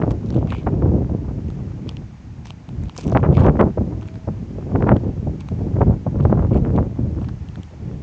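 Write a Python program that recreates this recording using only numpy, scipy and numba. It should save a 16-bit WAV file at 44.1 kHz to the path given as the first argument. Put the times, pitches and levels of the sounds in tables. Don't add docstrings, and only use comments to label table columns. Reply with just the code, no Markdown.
import sys
import numpy as np
from scipy import signal
from scipy.fft import rfft, irfft
from scipy.io import wavfile
from scipy.ndimage import uniform_filter1d, minimum_filter1d
from numba import njit

SR = 44100
rng = np.random.default_rng(int(sys.argv[2]) if len(sys.argv) > 2 else 0)


def transcribe(u):
    v = np.clip(np.atleast_2d(u).T, -1, 1)
    q = np.round(v * 32767).astype(np.int16)
    wavfile.write(sys.argv[1], SR, q)


N = 353770

# (time [s], nominal length [ms], level before trim [dB], brightness [dB], low thump level [dB])
HARD_EDDIES = [(0.015, 7, -23, -9.5, -33), (0.031, 21, -24, -20, -37), (0.104, 36, -31, -24, -28),
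               (.24, 18, -43, -32, -25), (0.409, 11, -36, -26, -36), (0.425, 13, -23.5, -26.5, -31),
               (0.512, 27, -30.5, -8, -45), (0.662, 22.4, -18, -13.5, -21), (0.734, 14, -27.5, -25.5, -26),
               (0.818, 20, -26.5, -23, -17), (0.857, 19, -31, -22, -22), (1.09, 16, -33, -26, -31),
               (1.136, 11, -31, -25, -22), (2.979, 15, -30, -19, -36), (3.051, 12, -27, -31, -23),
               (3.12, 11.4, -16.5, -30.5, -23), (3.147, 28, -14, -17, -15), (3.228, 32, -18.5, -12.5, -27),
               (3.26, 20, -21.5, -19, -19.5), (3.297, 12, -33, -27, -18.5), (3.366, 42, -22, -16, -24),
               (3.401, 51, -23, -20, -25), (3.444, 41.6, -9.5, -21, -20.5), (3.478, 13, -16, -13, -17),
               (3.591, 17.6, -12, -13, -23), (3.607, 21.4, -8.5, -19, -21.5), (3.677, 26, -24, -31, -27),
               (3.773, 13.4, -17, -24, -15.5), (3.808, 9.7, -30, -26, -29), (4.272, 20, -24, -26, -20.5),
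               (4.584, 4, -25, -28, -40), (4.712, 11, -31, -23, -38), (4.749, 15, -17, -21, -18),
               (4.82, 12, -27, -17, -24), (4.837, 32, -20.5, -22.5, -20.5), (4.866, 27, -20, -15, -25),
               (4.88, 43, -17, -14, -25), (4.915, 12.8, -14, -17, -14.5),
               (4.958, 17.5, -25.5, -16.5, -36.5), (5.041, 11, -35, -23, -28), (5.267, 15, -21.5, -31, -33),
               (5.51, 21, -23, -32.5, -28), (5.606, 18, -25, -30, -27), (5.667, 10, -30, -36, -21),
               (5.752, 73, -35, -15.5, -24.5), (5.806, 20.5, -12.5, -23.5, -20.5),
               (5.865, 11, -38, -30, -19), (5.895, 21, -30, -21.5, -25), (6.064, 11, -18.5, -26, -14.5),
               (6.149, 24, -30, -25.5, -25), (6.197, 12, -24.5, -18, -25), (6.248, 11, -15.5, -26.5, -13.5),
               (6.296, 13, -23.5, -18, -19), (6.323, 18, -15, -24.5, -17), (6.371, 40, -25.5, -17, -28),
               (6.508, 21, -28, -17, -16.5), (6.55, 28, -20, -25, -18), (6.703, 6.4, -25, -32, -31.5),
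               (6.747, 26, -22, -30.5, -22.5), (6.773, 26.6, -20.5, -18.5, -23),
               (6.985, 10.5, -25.5, -34, -21.5), (7.215, 9.9, -38, -33, -26), (7.57, 13, -42.5, -30, -27)]
# (start [s], length [s], level [dB], centre [Hz])
SOLE_DRAGS = [(.105, 0.022, -46.5, 5000), (0.251, 0.22, -60, 4000), (0.471, 0.164, -44, 2950),
              (1.865, .09, -56, 3500), (2.447, 0.092, -51, 4500), (2.805, 0.2, -63, 3500),
              (2.948, 0.11, -44, 6000), (3.021, 0.19, -57, 5460), (3.325, 0.19, -45.5, 3500),
              (4.0, 0.16, -64, 2500), (5.395, 0.031, -52, 3500), (6.195, 0.14, -68, 3000),
              (6.529, 0.064, -51, 2800), (6.752, 0.048, -53, 2600), (7.2, 0.099, -72, 3000)]


def undb(db):
    return 10 ** (np.asarray(db) / 20)


def rms(x):
    return np.sqrt(np.mean(x ** 2))


def unit(x):
    return x / rms(x)


@njit
def svf(x, hz, k):
    y, b, l = np.empty((2, len(x))), 0., 0.
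    for i in range(len(x)):
        g = np.tan(np.pi * hz[i] / SR)
        v = (b + g * (x[i] - l)) / (1 + g * (g + k))
        y[0, i], y[1, i] = l + g * v, k * v
        b, l = 2 * v - b, l + 2 * g * v
    return y


def low(x, hz, k=1.537):
    return svf(x, np.clip(hz + 0 * x, 20, SR / 4), k)[0]


def band(x, hz, width):
    return svf(x, hz + 0 * x, width / hz)[1]


def smooth_twice(x, size):
    return uniform_filter1d(uniform_filter1d(x, size), size)


def walk(rate):
    hold = int(SR / rate)
    steps = np.repeat(rng.standard_normal(N // hold + 1), hold)
    return unit(smooth_twice(steps, hold)[:N])


def steady(x, s):
    return x / np.sqrt(smooth_twice(x ** 2, int(s * SR)))


def add(out, s, x):
    i = int(s * SR)
    out[i:i + len(x)] += x[:N - i]


def yard():
    # (frequency [Hz], relative density [dB per Hz])
    spectrum = [(150, -32.5), (250, -2), (529, -13.5), (848, -8), (968, -13), (1090, -14), (1210, -16),
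                (2340, -19), (3590, -26), (6850, -27), (8420, -36), (10900, -77.5), (18500, -120)]
    # (time [s], level [dB])
    tone_curve = [(3.85, -71), (3.95, -56), (4.1, -51), (4.35, -56), (4.5, -77.5)]
    hiss_db, waver_db, tone_hz = -51.5, .5, 645
    f, t = np.maximum(np.arange(N // 2 + 1) * SR / N, 1), np.arange(N) / SR
    points_hz, points_db = np.transpose(spectrum)
    colour_db = np.interp(np.log(f), np.log(points_hz), points_db)
    hiss = unit(irfft(rfft(rng.standard_normal(N)) * undb(colour_db), N))
    hiss = hiss * undb(hiss_db + waver_db * walk(2.92))
    tone_gain = np.sqrt(2) * undb(np.interp(t, *np.transpose(tone_curve)))
    return hiss + tone_gain * np.sin(2 * np.pi * tone_hz * t)


def scuffs():
    # (centre [Hz], width [Hz], level [dB])
    ring_bands = [(2270, 320, 13.5), (4300, 1800, -19), (6800, 2200, -13)]
    clicks_per_s = 2200
    out, size = np.zeros(N), SR // 4
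    t = np.arange(size) / SR
    for s, length_s, db, hz in SOLE_DRAGS:
        clicks = (rng.random(size) < clicks_per_s / SR) * rng.standard_normal(size)
        clicks = clicks * undb(1.2 * rng.exponential(1, size))
        clicks = clicks * undb(3.3 * walk(146)[:size])
        ring = sum(undb(g) * band(clicks, 1. * f, w) for f, w, g in ring_bands)
        body = band(ring, 1. * hz, 0.47 * hz) + undb(-5.0) * band(clicks, 1100., 1200.)
        slide = np.sin(np.pi * np.clip(t / length_s, 0, 1) ** 0.56)
        add(out, s, unit(body * slide) * rms(slide) * undb(db))
    return out


def small_grains(count):
    grains_per_s = 41
    mid_db, mid_hz, mid_treble_db, mid_knock_db = -42.5, 2610, -14.5, 0
    rows = []
    for s, length_s, _, _ in SOLE_DRAGS:
        place_s = rng.random(count) * count / grains_per_s
        chance = rng.standard_normal((count, 4))
        for p, c in zip(place_s, chance):
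            if p < length_s:
                rows.append((s + p, mid_db + 3.1 * c[0], mid_hz * undb(1.5 * c[1]),
                             mid_treble_db + 6.0 * c[2], mid_knock_db + 6.0 * c[3]))
    return rows


def cracks():
    # (time [s], peak of ring and snap [dB], pitch [Hz],
    # treble against ring [dB], knock peak against ring and snap [dB])
    loud_grains = [(0.108, -34, 3270, -12, 5), (0.116, -36, 4390, 14, -5), (0.2602, -40.5, 4390, -21, 1),
                   (0.304, -30.5, 4390, -15, -6), (0.345, -37, 2670, -8, 4), (0.368, -36, 3010, -16, 0),
                   (0.504, -28, 2500, -19, -17), (0.5219, -28.5, 2500, -24, 9.5),
                   (0.5477, -34.5, 2580, -19, 10.5), (1.4833, -39.5, 2330, -10, -14),
                   (1.5022, -36, 3700, -12, 3), (1.8912, -20, 3270, -31, -12),
                   (1.9115, -42, 2840, -17, -15), (1.9686, -29, 3100, -22, -11),
                   (2.456, -35, 5170, -20, 5.5), (2.4694, -35, 6800, 13, -7), (2.505, -24, 2670, -31, -4),
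                   (2.6895, -36.5, 2410, -12, 5.5), (2.836, -39, 4220, -1, 3), (2.8953, -30, 2840, -14, 1),
                   (2.9644, -31, 2760, 1, 4), (2.9775, -20, 6720, 10, -26), (2.9855, -35, 3360, 5, -11),
                   (3.01, -30, 2670, 14, -8), (3.0399, -34, 2840, -3, -15), (3.0691, -34, 6980, 12, -13),
                   (3.0781, -31, 2500, -1, -16), (3.0973, -32.5, 2930, 2, -13), (3.117, -36, 6980, 7, -10),
                   (3.3694, -25, 1980, -22, 7), (3.406, -32.5, 2670, -23, 12), (3.4625, -32, 2500, -23, 3),
                   (3.6117, -29.5, 1980, 3, 9.5), (4.0853, -32, 1980, -16, -7),
                   (4.9661, -28, 1980, -22, -2), (5.406, -31.5, 2580, -1, -8), (5.4865, -29, 2500, -10, 2),
                   (6.2554, -38.5, 1980, -9, 9), (7.244, -41.5, 3700, -18, 8.5),
                   (7.2907, -38.5, 2580, -18, 9.5), (7.4868, -37.5, 2840, -14, -18),
                   (7.5564, -35.5, 3100, -16, 4.5), (7.632, -33, 3010, -7, -12)]
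    out, t = np.zeros(N), np.arange(SR // 50) / SR
    for s, db, hz, treble_db, knock_db in [*loud_grains, *small_grains(count=10)]:
        snap = rng.standard_normal(len(t)) * t * np.exp(-t / 0.00044)
        ring = unit(band(band(snap, 1. * hz, .5 * hz), 1. * hz, hz))
        bright = unit(band(band(snap, 5800., 3500.), 5800., 3500.))
        crack = ring + undb(treble_db) * bright
        crack = crack / np.abs(crack).max()
        knock = band(band(snap, 930.0, 620.0), 820.0, 810.0)
        knock = knock / np.abs(knock).max()
        add(out, s, undb(db) * (crack + undb(knock_db) * knock))
    return out


def eddies(count, lumpy_db, rate):
    kicks_per_s = 400
    kicks = (rng.random(count) < kicks_per_s / SR) * undb(14.0 + 3.64 * rng.exponential(1, count))
    return rng.standard_normal(count) * (1 + kicks) * undb(lumpy_db * walk(rate)[:count])


def wind_db(s):
    # (time [s], rumble level [dB], rush level [dB])
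    gusts = [(0, -21, -16.5), (.12, -23.5, -21), (0.201, -27.5, -35), (.38, -19, -24), (.47, -20, -26),
             (.61, -25.5, -32), (.72, -18.5, -26.5), (.78, -24, -29.5), (0.869, -17.5, -24),
             (1.15, -23.5, -30.5), (1.25, -24.5, -30), (1.4, -22.5, -32), (1.8, -31.5, -37),
             (1.96, -28.5, -34.5), (2.17, -38.5, -51), (2.32, -32.5, -44.5), (2.66, -38, -44.5),
             (2.75, -21.5, -39), (2.84, -23, -41), (2.92, -39.5, -45), (3.15, -17.5, -21.5),
             (3.33, -13, -18), (3.49, -12.5, -19.5), (3.55, -25, -21.5), (3.64, -20.5, -20.5),
             (3.74, -31, -43), (3.8, -22, -27.5), (4.02, -25, -30), (4.22, -37.5, -44), (4.31, -25.5, -41),
             (4.46, -32, -34), (4.66, -25, -29), (4.92, -19.5, -17.5), (5.0, -28.5, -31), (5.07, -18, -23),
             (5.15, -25, -33), (5.29, -20, -27.5), (5.45, -29.5, -40.5), (5.7, -23, -29),
             (5.91, -14.5, -22), (5.989, -31, -38), (6.12, -25.5, -30), (6.24, -15, -24),
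             (6.42, -15, -23.5), (6.49, -20, -28), (6.599, -17, -24.5), (6.82, -21, -23.5),
             (6.941, -28.5, -38), (7.05, -22, -29.5), (7.45, -28.5, -41.5), (7.7, -37, -42),
             (7.85, -27.5, -34), (8.02, -28.5, -33)]
    times, *columns = np.transpose(gusts)
    return [np.interp(s, times, c) for c in columns]


def shoves():
    base_s = .011
    out, t = np.zeros(N), np.arange(SR // 5) / SR
    for s, length_ms, _, _, thump_db in HARD_EDDIES:
        u = t / (base_s + length_ms / 1000)
        add(out, s - .002, undb(thump_db) * np.tanh(4.2 * u) * np.exp(-u ** 2.1))
    return out


def wind():
    edge_ref_hz, edge_ref_db, edge_db_per_db = 611, -16.5, 0.3468
    rush_shove_db = -2
    rumble_db, rush_db = wind_db(np.arange(N) / SR)
    flutter_db, shove = 1.65 * walk(22), shoves()
    rumble = low(band(eddies(N, lumpy_db=2.0, rate=30), 98.0, 110.), 170.0)
    edge_hz = edge_ref_hz * undb(edge_db_per_db * (rush_db - edge_ref_db))
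    rush = band(eddies(N, lumpy_db=3, rate=120), 180.0, 290.0)
    rush = low(low(rush, edge_hz), 2.14 * edge_hz)
    rumble_gain = undb(rumble_db + flutter_db) + shove
    rush_gain = undb(rush_db + 1.35 * flutter_db + 2.75 * walk(28)) + undb(rush_shove_db) * shove
    return steady(rumble, 0.059) * rumble_gain + steady(rush, 0.06) * rush_gain


def small_eddies(count):
    against_rush_db, mid_ms, mid_bright_db = -9.5, 24.7, -21
    when_s, chance = rng.random(count) * (N / SR), rng.standard_normal((count, 3)).T
    length_ms = mid_ms * undb(5.1 * chance[0])
    level_db = wind_db(when_s)[1] + against_rush_db + 2.7 * chance[1]
    bright_db = mid_bright_db + 3.0 * chance[2]
    return np.transpose([when_s, length_ms, level_db, bright_db])


def buffets():
    trim_db = 1.5
    out, size = np.zeros(N), SR // 8
    ms = np.arange(size) / SR * 1000
    lumps = eddies(N, lumpy_db=3.5, rate=300)
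    for k, (s, length_ms, db, bright_db, *_) in enumerate([*HARD_EDDIES, *small_eddies(count=75)]):
        edge_hz = 900 * undb(.5 * (bright_db + 24.5))
        noise = lumps[k * 2500:][:size]
        noise = low(low(band(noise, 452.0, 700.), edge_hz), 0.86 * edge_hz)
        u = ms / np.clip(0.86 * length_ms, 2, 40)
        swell = np.tanh(4.1 * u) * np.exp(-u ** 2.4)
        add(out, s, unit(noise * swell) * rms(swell) * undb(db + trim_db))
    return out


def small_pops(count):
    against_rush_db, mid_sharp_db = -6.5, -15
    when_s, chance = rng.random(count) * (N / SR), rng.standard_normal((count, 2)).T
    peak_db = wind_db(when_s)[1] + against_rush_db + 3.5 * chance[0]
    return np.transpose([when_s, peak_db, mid_sharp_db + 4.5 * chance[1]])


def pops():
    # (time [s], peak [dB], sharpness [dB])
    strong_pops = [(0.0231, -16.5, -10), (0.6756, -23, -21), (0.823, -24.5, -13), (3.1234, -12.5, -24.5),
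                   (3.1502, -8.5, -17.5), (3.1569, -6, -34), (3.173, -6, -7.5), (3.239, -12.5, -21),
                   (3.446, -16, -14), (3.467, -14.5, -10.5), (3.4871, -4, -24), (3.57, -24, -13),
                   (3.5971, -13, -17), (3.612, -10, -7), (3.6269, -4, -27.5), (4.2879, -15, -26),
                   (4.7593, -17, -12), (4.8249, -13, -12), (4.8922, 2, -15.5), (4.9177, -8, -17),
                   (5.8175, -10, -17), (5.8316, -12, -29), (6.202, -21, -22), (6.2528, -9, -20.5),
                   (6.302, -20, -24), (6.3274, -3, -25), (6.7784, -9, -25.5)]
    out, t = np.zeros(N), np.arange(-SR // 100, SR // 100) / SR
    rows = [*strong_pops, *small_pops(count=60)]
    sides = rng.choice([-1, 1], len(rows))
    for (s, db, sharp_db), side in zip(rows, sides):
        u = t / (0.00023 * undb(-.4 * (sharp_db + 13.0)))
        pulse = (u + 0.072) * np.exp(-np.abs(u) ** 1.67)
        add(out, max(s + t[0], 0), side * undb(db + 7) * pulse)
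    return out


def scene():
    return (yard() + scuffs() + cracks() + wind() + buffets() + pops())[None]


def record(dry):
    wet = signal.sosfilt(signal.butter(3, 46, "high", fs=SR, output="sos"), dry)
    wet = signal.sosfilt(signal.butter(6, 7500, fs=SR, output="sos"), wet)
    gain = minimum_filter1d(1 / np.maximum(np.abs(wet), 1), size=301)
    wet = wet * smooth_twice(gain, 151)
    return signal.sosfilt(signal.ellip(8, .2, 70, 8450, fs=SR, output="sos"), wet)


dry = scene()
out = record(dry)
transcribe(out)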